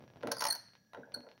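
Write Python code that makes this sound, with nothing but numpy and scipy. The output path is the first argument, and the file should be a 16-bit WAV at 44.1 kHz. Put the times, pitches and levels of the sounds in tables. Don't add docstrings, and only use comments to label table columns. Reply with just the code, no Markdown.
import sys
import numpy as np
from scipy import signal
from scipy.fft import rfft, irfft
from scipy.io import wavfile
from scipy.ndimage import uniform_filter1d

SR = 44100
rng = np.random.default_rng(int(sys.argv[2]) if len(sys.argv) > 2 else 0)


def store_pcm(level_fs):
    pcm = np.round(np.clip(level_fs, -1, 1) * 32767).astype(np.int16)
    wavfile.write(sys.argv[1], SR, np.atleast_2d(pcm).T)


N = 61739


def amp(db):
    return 10 ** (np.asarray(db) / 20)


def unit_rms(x):
    return x / np.sqrt(np.mean(x ** 2) + 1e-20)


def curve_at(points, hz):
    freqs, values = np.transpose(points)
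    return np.interp(np.log(hz + 1), np.log(freqs + 1), values)


def fader(points):
    return amp(np.interp(np.arange(N) / SR, *np.transpose(points)))


def add(mix, start_s, sound):
    part = mix[max(round(start_s * SR), 0):][:len(sound)]
    part += sound[:len(part)]


def impulse_response(eq, size=2048):
    log_gain = np.log(amp(curve_at(eq, abs(np.fft.fftfreq(size, 1 / SR)))))
    response = np.fft.ifft(np.exp(signal.hilbert(log_gain).conj())).real[:size // 2]
    return response / np.linalg.norm(response)


def noise(eq):
    gain = amp(curve_at(eq, np.fft.rfftfreq(N, 1 / SR)))
    return unit_rms(irfft(rfft(rng.standard_normal(N)) * gain, N))


def wobble(count, size=40):
    return unit_rms(uniform_filter1d(uniform_filter1d(rng.standard_normal(count), size), size))


# freq_hz, gain_db
BODY_EQ = [(30, -62.5), (150, -22), (430, -12.5), (620, 4), (790, -0.5), (930, 7.5), (1050, 5),
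           (1150, -6.5), (1360, 1), (1650, -10.5), (1920, -4.5), (2800, -25), (4500, -28.5)]
GRIT_EQ = [(100, -49.5), (1000, -29.5), (2500, -10.5), (3900, -5.5), (4400, 3.5), (5100, -3.5), (5500, 5.5),
           (5900, -0.5), (6500, -0.5), (7100, -15.5), (8200, -35), (8900, -4), (10000, -9.5), (11300, 0.5),
           (11950, -20.5), (12400, -8.5), (13200, -29.5), (15000, -14.5), (15700, -4), (16300, -3)]
# start_s, length_s, body_db, grit_db
THREAD_JERKS = [(0.271, 0.0049, -44, -44.5), (0.314, 0.015, -39.5, -31.5), (0.368, 0.01, -56.5, -50),
                (.37, .18, -56, -51), (0.4038, 0.014, -40, -33.5), (.420, 0.0091, -30, -35.5),
                (0.437, 0.0096, -37.5, -31.5), (0.4501, 0.0088, -28.5, -31.5), (0.4652, 0.013, -37, -32),
                (0.487, 0.0089, -40, -47.5), (0.502, 0.013, -67, -48), (0.526, .007, -65.5, -45),
                (0.551, 0.014, -49, -46)]
def thread_rasps():
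    slips_per_s, spread_db = 8000, 2
    rise, fall, sag = 0.35, 0.6, 0.095
    out, n = np.zeros(N), np.arange(SR // 4)
    body_ring, grit_ring = impulse_response(BODY_EQ), impulse_response(GRIT_EQ)
    for start_s, length_s, body_db, grit_db in THREAD_JERKS:
        slipping = rng.random(len(n)) < slips_per_s / SR
        strength = amp(spread_db * rng.standard_normal(len(n)))
        direction = rng.choice([-1, 1], len(n))
        progress = n / SR / length_s
        envelope = np.clip(np.minimum(progress / rise, (1 - progress) / fall), 0, 1)
        slips = slipping * direction * strength * envelope
        speed = 1 + sag * (1 - 2 * np.minimum(progress, 1))
        body = np.interp(np.cumsum(speed), n, signal.fftconvolve(slips, body_ring)[:len(n)])
        grit = signal.fftconvolve(slips, grit_ring)
        for layer, level_db in ((body, body_db), (grit, grit_db)):
            makeup_gain = np.sqrt(length_s * SR / 2 / (np.sum(layer ** 2) + 1e-20))
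            add(out, start_s, amp(level_db) * makeup_gain * layer)
    return out


def tube_ring(scrape):
    centre_hz, width_hz, t60_s, send_db = 4475, 280, 0.6, -20
    t = np.arange(SR // 2) / SR
    band = np.exp(-((np.fft.rfftfreq(len(t), 1 / SR) - centre_hz) / width_hz) ** 2)
    cluster = irfft(rfft(rng.standard_normal(len(t))) * band, len(t))
    response = cluster * amp(-60 * t / t60_s)
    return amp(send_db) * signal.fftconvolve(scrape, response / np.linalg.norm(response))[:N]


SIDE_TONES = [(0, 1), (1, 1), (2, 1), (3, -1), (3, 1), (4, -1)]
SIDE_GAINS = [-3, -2, 0, -2.5, -5, -15]
# peak_s, half_length_s, pitch_hz, level_db, octave_db, chatter_db, chatter_hz
THREAD_SQUEAKS = [(0.369, 0.0015, 4910, -39, -7, -18.5, 1617),
                  (0.3848, 0.0016, 4910, -37.5, -9, -14.5, 1672),
                  (0.396, 0.0029, 4530, -38.5, -3.5, -13, 1974),
                  (0.474, 0.0021, 4920, -36, -9.5, -21.5, 1739),
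                  (0.4872, 0.0036, 4432, -34, 1.5, -12, 1762), (.504, 0.0029, 4466, -34.5, 5, -19, 1830),
                  (0.5093, 0.0042, 4290, -23.5, -12, -12.5, 1779), (0.526, .0028, 4393, -31, -6, -6, 1598),
                  (0.53, .0025, 4330, -33.5, -18, -7, 1625), (0.5446, 0.0032, 4430, -43, -27, -12.5, 1573),
                  (0.552, 0.0029, 4408, -40, -26.5, -5, 1464), (1.1443, 0.0029, 4344, -39, -4, -25, 1632),
                  (1.1473, 0.0035, 4314, -31, -22, -19, 1517)]
def thread_squeaks():
    glide_depth, jitter_depth, chatter_drift, third_db = 0.011, 0.0063, 0.036, -5.5
    out, t = np.zeros(N), np.arange(-SR // 50, SR // 50) / SR
    for peak_s, half_s, pitch_hz, level_db, octave_db, chatter_db, chatter_hz in THREAD_SQUEAKS:
        glide = glide_depth * (np.exp(np.minimum(-t / half_s, 2)) - 1)
        pitch = pitch_hz * (1 + glide + jitter_depth * wobble(len(t)))
        phase = 2 * np.pi * np.cumsum(pitch) / SR
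        chatter_rate = chatter_hz * (1 + chatter_drift * wobble(len(t)))
        chatter_phase = 2 * np.pi * np.cumsum(chatter_rate) / SR
        sides = sum(amp(db) * np.sin(k * phase + m * chatter_phase)
                    for (k, m), db in zip(SIDE_TONES, SIDE_GAINS))
        roughness = sides + amp(third_db) * np.sin(3 * phase)
        swell = np.exp(-(t / half_s) ** 2)
        tone = np.sin(phase) + amp(octave_db) * np.sin(2 * phase) + amp(chatter_db) * swell * roughness
        add(out, peak_s + t[0], amp(level_db) * swell * tone)
    return out


# peak_s, half_length_s, pitch_hz, level_db
COLLAR_CHIRPS = [(0.2671, .0034, 340, -36.5), (0.317, 0.0028, 1576, -36), (.321, 0.0035, 1028, -34),
                 (.326, 0.0049, 555, -35.5), (1.0355, 0.0022, 1554, -45), (1.147, 0.0024, 1500, -42.5)]
def collar_chirps():
    out, t = np.zeros(N), np.arange(-SR // 50, SR // 50) / SR
    for peak_s, half_s, pitch_hz, level_db in COLLAR_CHIRPS:
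        swell = np.exp(-(t / half_s) ** 2)
        add(out, peak_s + t[0], amp(level_db) * swell * np.sin(2 * np.pi * pitch_hz * t))
    return out


def struck_modes(modes, t, rise_s):
    ringing = sum((-1) ** k * amp(gain_db - 60 * t / t60_s) * np.sin(2 * np.pi * pitch_hz * t)
                  for k, (pitch_hz, gain_db, t60_s) in enumerate(modes))
    return (1 - np.exp(-t / rise_s)) * ringing


# pitch_hz, gain_db, t60_s
BOOM_MODES = [(202.2, -13.5, 0.19), (240, -13, 0.12), (281, -1.5, 0.091), (372, -13, 0.061)]
THUD_MODES = [(375, -9.5, 0.06), (457.2, -6, 0.11), (535.6, -1, 0.056), (609, -4, 0.071)]
CLACK_MODES = [(630, -1, 0.015), (775, -9.5, 0.038), (884, -11, 0.045), (1014, -7, 0.028),
               (1380, -5, 0.023), (1550, -15, 0.066), (1930, -7, 0.012)]
# freq_hz, gain_db
TICK_EQ = [(30, -38.5), (300, -18.5), (1500, 9.5), (2600, -1), (3900, 4), (4800, -6.5), (6500, -11),
           (7600, -33.5), (9400, -15.5), (11300, -16), (13500, -30), (16000, -16.5)]
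# start_s, boom_db, thud_db, clack_db, tick_db
BASE_HITS = [(0.2322, -59, -30.5, -34.5, -40.5), (.238, -33, -36, -53, -68), (0.2502, -34, -40, -49, -72),
             (0.2639, -33.5, -44.5, -54, -64), (0.2725, -35, -38, -33, -43.5), (.290, -34, -47.5, -45, -71),
             (0.316, -46, -38, -36, -57), (0.368, -69, -54, -38, -60), (0.9335, -70, -68, -42.5, -43.5),
             (0.9469, -70, -56, -37.5, -45), (.962, -57, -48, -55, -74), (0.9714, -54, -40, -48, -54.5),
             (.986, -42, -49, -74, -91), (1.001, -49, -51.5, -76, -84), (1.019, -50.5, -57, -57, -74),
             (1.16, -42, -46, -60.5, -73), (1.172, -50.5, -47, -52.5, -63), (1.189, -44.5, -59, -65, -84.5),
             (1.233, -60.5, -53.5, -60, -80), (1.2665, -65.5, -49, -50.5, -73)]
def base_knocks():
    out, t = np.zeros(N), np.arange(SR // 4) / SR
    boom = struck_modes(BOOM_MODES, t, rise_s=0.0058)
    thud = struck_modes(THUD_MODES, t, rise_s=0.0029)
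    clack = struck_modes(CLACK_MODES, t, rise_s=0.00035)
    tick_ring, tick_decay_s = impulse_response(TICK_EQ), 0.003
    for start_s, boom_db, thud_db, clack_db, tick_db in BASE_HITS:
        add(out, start_s, amp(boom_db) * boom + amp(thud_db) * thud + amp(clack_db) * clack)
        burst = 0.5 * rng.standard_normal(len(t)) * np.exp(-t / tick_decay_s)
        add(out, start_s, amp(tick_db) * signal.fftconvolve(burst, tick_ring))
    return out


# time_s, level_db
SCUFF_RIDE = [(0, -81), (.06, -68), (.1, -77), (.17, -73), (0.201, -78), (0.253, -43.5), (.33, -50.5),
              (.39, -80), (.6, -85), (.92, -85.5), (0.978, -54), (1.05, -63), (1.13, -63), (1.17, -50.5),
              (1.21, -67.5), (1.28, -57), (1.39, -83)]
# freq_hz, gain_db
SCUFF_EQ = [(30, -44.5), (300, -19), (450, -7), (580, 2), (700, -7), (950, -11.5), (1200, -29),
            (2500, -32.5), (8000, -66)]
def base_scuff():
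    grain_db = 3.5
    grain = amp(grain_db * wobble(N, size=200))
    return fader(SCUFF_RIDE) * unit_rms(grain * noise(SCUFF_EQ))


# freq_hz, t60_s
REVERB_DECAY = [(120, 0.41), (300, 0.6), (800, 0.28), (1800, 0.57), (4400, 0.52), (9000, 0.38),
                (16000, 0.2)]
# freq_hz, gain_db
REVERB_EQ = [(100, -3), (500, -4), (1500, -4), (4400, -9.5), (9000, -11.5), (16000, -13.5)]
def room_reverb(source):
    predelay_s, early_boost, early_decay_s = 0.0058, 3.7, 0.012
    t = np.arange(SR) / SR
    reflections = rng.standard_normal(SR) * (1 + early_boost * np.exp(-t / early_decay_s))
    hz, frame_s, bands = signal.stft(reflections, SR, nperseg=256)
    decay = amp(-60 * frame_s / curve_at(REVERB_DECAY, hz)[:, None])
    tail = signal.istft(bands * decay, SR, nperseg=256)[1][:SR] * (t > predelay_s)
    spectrum = rfft(tail)
    spectrum /= np.sqrt(uniform_filter1d(abs(spectrum) ** 2, size=200))
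    spectrum *= amp(curve_at(REVERB_EQ, np.fft.rfftfreq(SR, 1 / SR)))
    return signal.fftconvolve(source, irfft(spectrum))[:N]


# freq_hz, gain_db
CLICK_EQ = [(40, -3.5), (150, -2), (600, 8), (1300, 6.5), (2300, 7), (4000, 1.5), (5800, -3.5),
            (7300, -26.5), (12000, -38), (16000, -44)]
# start_s, click_db, rebound_db
DRY_CLICKS = [(.0072, -51, -48), (0.024, -49, -47), (.039, -51, -44), (0.0787, -48, -49), (.102, -48, -53),
              (0.1365, -51.5, -50.5), (0.1595, -49, -43), (0.171, -47.5, -44), (0.2092, -48, -53),
              (0.214, -47.5, -48), (0.2277, -39, -49), (0.2728, -30, -36.5), (.6855, -49.5, -63),
              (0.735, -48.5, -70), (0.753, -43.5, -70.5), (1.121, -43, -59), (1.2064, -48, -48),
              (1.289, -44, -66), (1.3154, -43, -63), (1.3779, -48, -62)]
def crackle():
    faint_per_s, faint_db = 40, -65
    rebound_peak_s, tail_db, tail_decay_s = 0.00059, -29.5, 0.019
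    clicks = amp(faint_db) * (rng.random(N) < faint_per_s / SR) * rng.standard_normal(N)
    rebounds, t = np.zeros(N), np.arange(SR // 20) / SR
    rise = (t / rebound_peak_s) ** 2
    for start_s, click_db, rebound_db in DRY_CLICKS:
        tail = amp(tail_db) * rng.standard_normal(len(t)) * np.exp(-t / tail_decay_s)
        add(clicks, start_s, amp(click_db) * ((t == 0) + tail))
        add(rebounds, start_s, amp(rebound_db) * rise * np.exp(1 - rise))
    click_ring = impulse_response(CLICK_EQ)
    snaps = signal.fftconvolve(clicks, click_ring / abs(click_ring).max())[:N]
    low_cut = signal.butter(2, 122, "high", fs=SR, output="sos")
    return signal.sosfilt(low_cut, rebounds) - snaps


# time_s, level_db
RUSTLE_RIDE = [(0, -58.5), (0.041, -58), (0.086, -66.5), (0.114, -61.5), (0.139, -68), (.17, -56),
               (.2, -61.5), (.27, -58), (0.359, -64.5), (.5, -63.5), (0.619, -76), (0.691, -73),
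               (.75, -76.5), (.91, -80), (0.999, -61.5), (1.08, -74), (1.18, -61), (1.25, -76),
               (1.302, -83), (1.39, -75)]
# freq_hz, gain_db
RUSTLE_EQ = [(20, -34), (50, -30.5), (85, -7.5), (125, 4), (170, -5.5), (300, -8), (600, -14.5),
             (1200, -24.5), (3000, -33.5), (7000, -51.5), (16000, -52.5)]
def handling_rustle():
    return fader(RUSTLE_RIDE) * noise(RUSTLE_EQ)


# pitch_hz, width_hz, level_db
STEADY_TONES = [(120, 7.2, -82), (193.4, 43, -82), (1674, 37, -79.5), (5750, 140, -85)]
# freq_hz, gain_db
AIR_EQ = [(20, -25), (60, -11.5), (130, -7), (210, 4.5), (330, -11.5), (800, -26), (1700, -16), (2800, -27),
          (4300, -22), (6000, -22), (8000, -34.5), (16000, -25)]
def room_tone():
    air_db = -75.5
    tones, hz = np.zeros(N), np.fft.rfftfreq(N, 1 / SR)
    for pitch_hz, width_hz, level_db in STEADY_TONES:
        band = 1 / (1 + (2 * (hz - pitch_hz) / width_hz) ** 2)
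        tones += amp(level_db) * unit_rms(irfft(rfft(rng.standard_normal(N)) * band, N))
    return tones + amp(air_db) * noise(AIR_EQ)


def scene():
    scrape = thread_rasps()
    burner = base_knocks() + scrape + thread_squeaks() + collar_chirps()
    foreground = burner + tube_ring(scrape) + room_reverb(burner)
    bed = crackle() + room_tone() + handling_rustle() + base_scuff()
    return (foreground + bed)[None]


def record(dry):
    high_cut = signal.firwin(511, cutoff=15850, window=("kaiser", 9), fs=SR)
    return signal.oaconvolve(dry, high_cut[None], "same")


dry = scene()
out = record(dry)
store_pcm(out)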